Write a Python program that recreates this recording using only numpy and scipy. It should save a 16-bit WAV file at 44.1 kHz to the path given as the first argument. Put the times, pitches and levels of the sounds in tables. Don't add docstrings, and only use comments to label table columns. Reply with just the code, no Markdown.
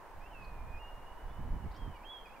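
import sys
import numpy as np
from scipy import signal
from scipy.fft import rfft, irfft, next_fast_len
from scipy.io import wavfile
from scipy.ndimage import uniform_filter1d, map_coordinates

SR = 44100
rng = np.random.default_rng(int(sys.argv[2]) if len(sys.argv) > 2 else 0)


def file_out(sig):
    cols = np.atleast_2d(sig).T
    lim = np.clip(cols, -1, 1)
    pcm = np.round(lim * 32767).astype(np.int16)
    wavfile.write(sys.argv[1], SR, pcm)


N = 105840

# t/s, pitch f/Hz, level before trim and flutter/dB
LOW_NOTES = [
    [(.2, 2310, -81), (.216, 2446, -66), (.264, 2706, -61.5), (.285, 2850, -68)],
    [(.332, 2856, -64), (.35, 2675, -60), (.43, 2520, -59.5), (.5, 2512, -65), (.595, 2408, -67.5),
     (.64, 2410, -72), (.725, 2485, -62.5), (.748, 2455, -58), (.778, 2465, -59), (.793, 2630, -64)],
    [(1.655, 2260, -73), (1.685, 2150, -71), (1.715, 2320, -76.5)],
    [(1.945, 2528, -71), (1.958, 2380, -64.5), (1.985, 2240, -72), (2.03, 2340, -66.5), (2.05, 2750, -58)],
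    [(2.248, 2580, -69), (2.26, 2493, -58.5), (2.283, 2255, -64), (2.3, 2640, -67), (2.316, 2440, -63.5),
     (2.338, 2660, -66), (2.352, 2930, -67)],
    [(2.36, 2440, -64), (2.385, 2310, -73)],
]
HIGH_NOTES = [
    [(.28, 3130, -75), (.305, 3050, -76), (.332, 2990, -63)],
    [(.793, 2805, -62.5), (.85, 2826, -58.5), (.885, 2853, -61), (.915, 2833, -63.5), (1.05, 2843, -66.5),
     (1.085, 2905, -69.5), (1.125, 2913, -67.5), (1.15, 2890, -96), (1.185, 2940, -69), (1.28, 2924, -73),
     (1.42, 2993, -72.5), (1.59, 2980, -80), (1.645, 2860, -67.5)],
    [(1.738, 2930, -75), (1.762, 3120, -68), (1.787, 3266, -69), (1.83, 3226, -63), (1.89, 3100, -72),
     (1.95, 2930, -69), (1.97, 2860, -64.5)],
    [(2.049, 3120, -60), (2.095, 3334, -52.5), (2.118, 3380, -52), (2.148, 3310, -51), (2.21, 3193, -60.5),
     (2.24, 3104, -70)],
]
# its own f/Hz, level in a full slur relative to the whistle/dB
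OCTAVE = [(4300, -17), (4900, -17.5), (5200, -22.5), (5600, -33), (7000, -33)]
# delay t/s, level/dB
WALL_ECHOES = [(.035, -26), (0.072, -24), (.135, -27)]
# f/Hz, time to fall 60 dB t/s
GARDEN_DECAY = [(500, 0.53), (3000, 0.61), (8000, 0.33)]
# onset t/s, length t/s, start f/Hz, end f/Hz, rasp rate f/Hz, direct level/dB
CHIPS_AND_RUSTLES = [(0.38, 0.079, 3730, 4740, 1590, -78), (.44, 0.018, 4130, 4540, 1006, -67),
                     (1.283, .045, 3210, 3690, 300, -74.5), (1.705, 0.027, 3600, 4820, 1600, -69),
                     (1.728, .05, 3310, 4630, 2550, -70), (1.747, 0.037, 5020, 5400, 1005, -69.5),
                     (1.761, 0.021, 6000, 6800, 3000, -76.5)]
# t/s, level before trim/dB
RUMBLE_CURVE = [(0.0, -73), (0.13, -59), (0.16, -49.5), (0.44, -53), (0.65, -41), (0.68, -46), (0.76, -44),
                (0.83, -54), (0.87, -52), (1.2, -55), (1.26, -41), (1.34, -50.5), (1.41, -36.5),
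                (1.54, -39), (1.62, -46), (1.68, -38.5), (1.75, -53), (1.86, -47), (2.12, -64), (2.4, -66)]
BUFFET_CURVE = [(0.0, -65), (0.1, -80), (0.17, -54.5), (0.25, -69), (0.41, -54.5), (0.63, -55),
                (0.71, -50.5), (0.75, -58), (0.94, -68), (0.98, -55.5), (1.21, -64), (1.31, -53),
                (1.36, -54.5), (1.4, -43.5), (1.46, -47), (1.56, -41), (1.59, -51), (1.66, -40.5),
                (1.7, -58), (1.88, -42), (1.96, -67), (2.4, -71)]
# f/Hz, relative level per Hz/dB
RUMBLE_COLOUR = [(8, -1), (16, 2.5), (28, 2.5), (45, -3.5), (75, -9.5), (125, -24.5), (250, -39),
                 (600, -65), (2000, -120)]
BUFFET_COLOUR = [(20, -6.5), (45, 1), (80, 1), (110, -3), (180, -7), (300, -16.5), (500, -26), (1000, -53),
                 (3000, -93)]
ROAD_COLOUR = [(30, 9.5), (100, -10), (250, -7), (400, -4), (600, -2.5), (800, 0.5), (940, 3.5),
               (1030, 1.5), (1150, -4.5), (1400, -8), (1650, -8), (2100, -14), (3000, -22), (4000, -36.5),
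               (6000, -45.5), (12000, -77)]
HISS_COLOUR = [(500, -10.5), (3500, 3.5), (7000, -0.5), (10000, -1), (14000, -0.5), (16000, -1)]
# f/Hz, left-right correlation (1 = identical)
ROAD_ALIKE = [(60, 0.6), (250, 0.67), (500, 0.79), (1000, 0.83), (2000, 0.67), (5000, 0.17)]

KITE_DB, KITE_PAN_DB = -0.5, -6.5
EDGE_S = 0.006
JITTER, SLUR_JITTER = 0.0024, 0.0019
FLUTTER_DB, SLUR_FLUTTER_DB = 1.1, 1.1
SLUR_HZ_PER_S = 4900
HELD_OCTAVE_CUT_DB = 20
WEAK_DB, WEAK_FLUTTER_DB = -65.5, 0.1631
GARDEN_KITE_DB, GARDEN_FAINT_DB = -9.5, -2.5
RUMBLE_DB, BUFFET_DB = 1.5, 1.5
BUFFET_STRETCH = 1.28
ROAD_DB, ROAD_PAN_DB, HISS_DB = -52.5, -1.7, -70.5
TOP_HZ = 15750


def kite():
    return amp(KITE_DB) * sum(whistle(note) for note in LOW_NOTES + HIGH_NOTES)


def whistle(note):
    t = np.arange(N) / SR
    hz, db = curves(note)
    hz = uniform_filter1d(hz, size=300)
    slur = np.clip(np.abs(np.gradient(hz)) * SR / SLUR_HZ_PER_S, 0, 1)

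    jitter = (JITTER + SLUR_JITTER * slur) * wobble(160)
    phase = 2 * np.pi * np.cumsum(hz * (1 + jitter)) / SR
    octave_db = along(OCTAVE, 2 * hz) + HELD_OCTAVE_CUT_DB * (slur - 1)
    tone = np.sin(phase) + amp(octave_db) * np.sin(2 * phase)

    fray_db = SLUR_FLUTTER_DB * slur + WEAK_FLUTTER_DB * np.maximum(WEAK_DB - db, 0)
    flutter_db = FLUTTER_DB * wobble(70) + fray_db * wobble(130)

    to_nearest_end = np.minimum(t - note[0][0], note[-1][0] - t)
    gate = np.clip(to_nearest_end / EDGE_S + 0.5, 0, 1)
    fade = np.sin(gate * np.pi / 2) ** 2
    return np.sqrt(2) * fade * amp(db + flutter_db) * tone


def walls(x):
    def reflections(hz):
        return sum(amp(db) * np.exp(-2j * np.pi * hz * s) for s, db in WALL_ECHOES)
    return filtered(x, reflections)


def gardens(x):
    hz, t, bands = signal.stft(rng.standard_normal((2, SR)), SR, nperseg=256)
    decay = amp(-60 * t / along(GARDEN_DECAY, hz)[:, None])
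    tail = signal.istft(bands * decay, SR, nperseg=256)[1]
    tail = tail / np.linalg.norm(tail[0])
    return signal.fftconvolve(x[None], tail, axes=1)[:, :N]


def chips_and_rustles():
    t, out = np.arange(N) / SR, np.zeros(N)
    for onset, length, start_hz, end_hz, rasp_hz, db in CHIPS_AND_RUSTLES:
        progress = np.clip((t - onset) / length, 0, 1)
        hz = start_hz + (end_hz - start_hz) * progress
        phase = 2 * np.pi * np.cumsum(hz) / SR
        rasp = wobble(rasp_hz) * np.sin(phase) + wobble(rasp_hz) * np.cos(phase)
        out += amp(db) * np.sin(np.pi * progress) * unit(rasp)
    return out


def wind():
    rumble_db, = curves(RUMBLE_CURVE)
    buffet_db, = curves(BUFFET_CURVE)
    peak_db = buffet_db.max()
    buffet_db = peak_db + BUFFET_STRETCH * (buffet_db - peak_db)
    rumble = amp(rumble_db + RUMBLE_DB) * rush(RUMBLE_COLOUR, [(50, 0.94)]) * pan(db=-2.5)
    buffet = amp(buffet_db + BUFFET_DB) * rush(BUFFET_COLOUR, [(150, 0.86)]) * pan(db=-6)
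    return rumble + buffet


def road():
    return amp(ROAD_DB + 0.2 * wobble(4.14)) * rush(ROAD_COLOUR, ROAD_ALIKE) * pan(ROAD_PAN_DB)


def hiss():
    return amp(HISS_DB) * rush(HISS_COLOUR, [(5000, 0.056)])


def rush(colour, alike):
    def mid_side(hz):
        turn = np.arccos(np.clip(along(alike, hz), -1, 1)) / 2
        return amp(along(colour, hz)) * np.array([np.cos(turn), np.sin(turn)])
    mid, side = filtered(rng.standard_normal((2, N)), mid_side)
    return unit(np.array([mid + side, mid - side]))


def filtered(x, response):
    size = next_fast_len(N + SR // 2)
    hz = np.fft.rfftfreq(size, 1 / SR)
    return irfft(rfft(x, size) * response(hz), size)[..., :N]


def wobble(rate):
    points = rng.standard_normal(int(N * rate / SR) + 4)
    return map_coordinates(points, [np.arange(N) * rate / SR])


def curves(rows):
    s, *columns = np.transpose(rows)
    return [np.interp(np.arange(N) / SR, s, column) for column in columns]


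def along(points, hz):
    f, values = np.transpose(points)
    return np.interp(np.log(hz + 1), np.log(f + 1), values)


def pan(db):
    return amp(np.array([[db], [-db]]) / 2)


def unit(x):
    return x / np.sqrt(np.mean(x ** 2) + 1e-20)


def amp(db):
    return 10 ** (np.asarray(db) / 20)


def scene():
    call, faint = kite(), chips_and_rustles()
    kite_heard = call * pan(KITE_PAN_DB) + walls(call) + amp(GARDEN_KITE_DB) * gardens(call)
    faint_heard = faint + amp(GARDEN_FAINT_DB) * gardens(faint)
    return kite_heard + faint_heard + wind() + road() + hiss()


def record(dry):
    return filtered(dry, lambda hz: hz < TOP_HZ)


dry = scene()
out = record(dry)
file_out(out)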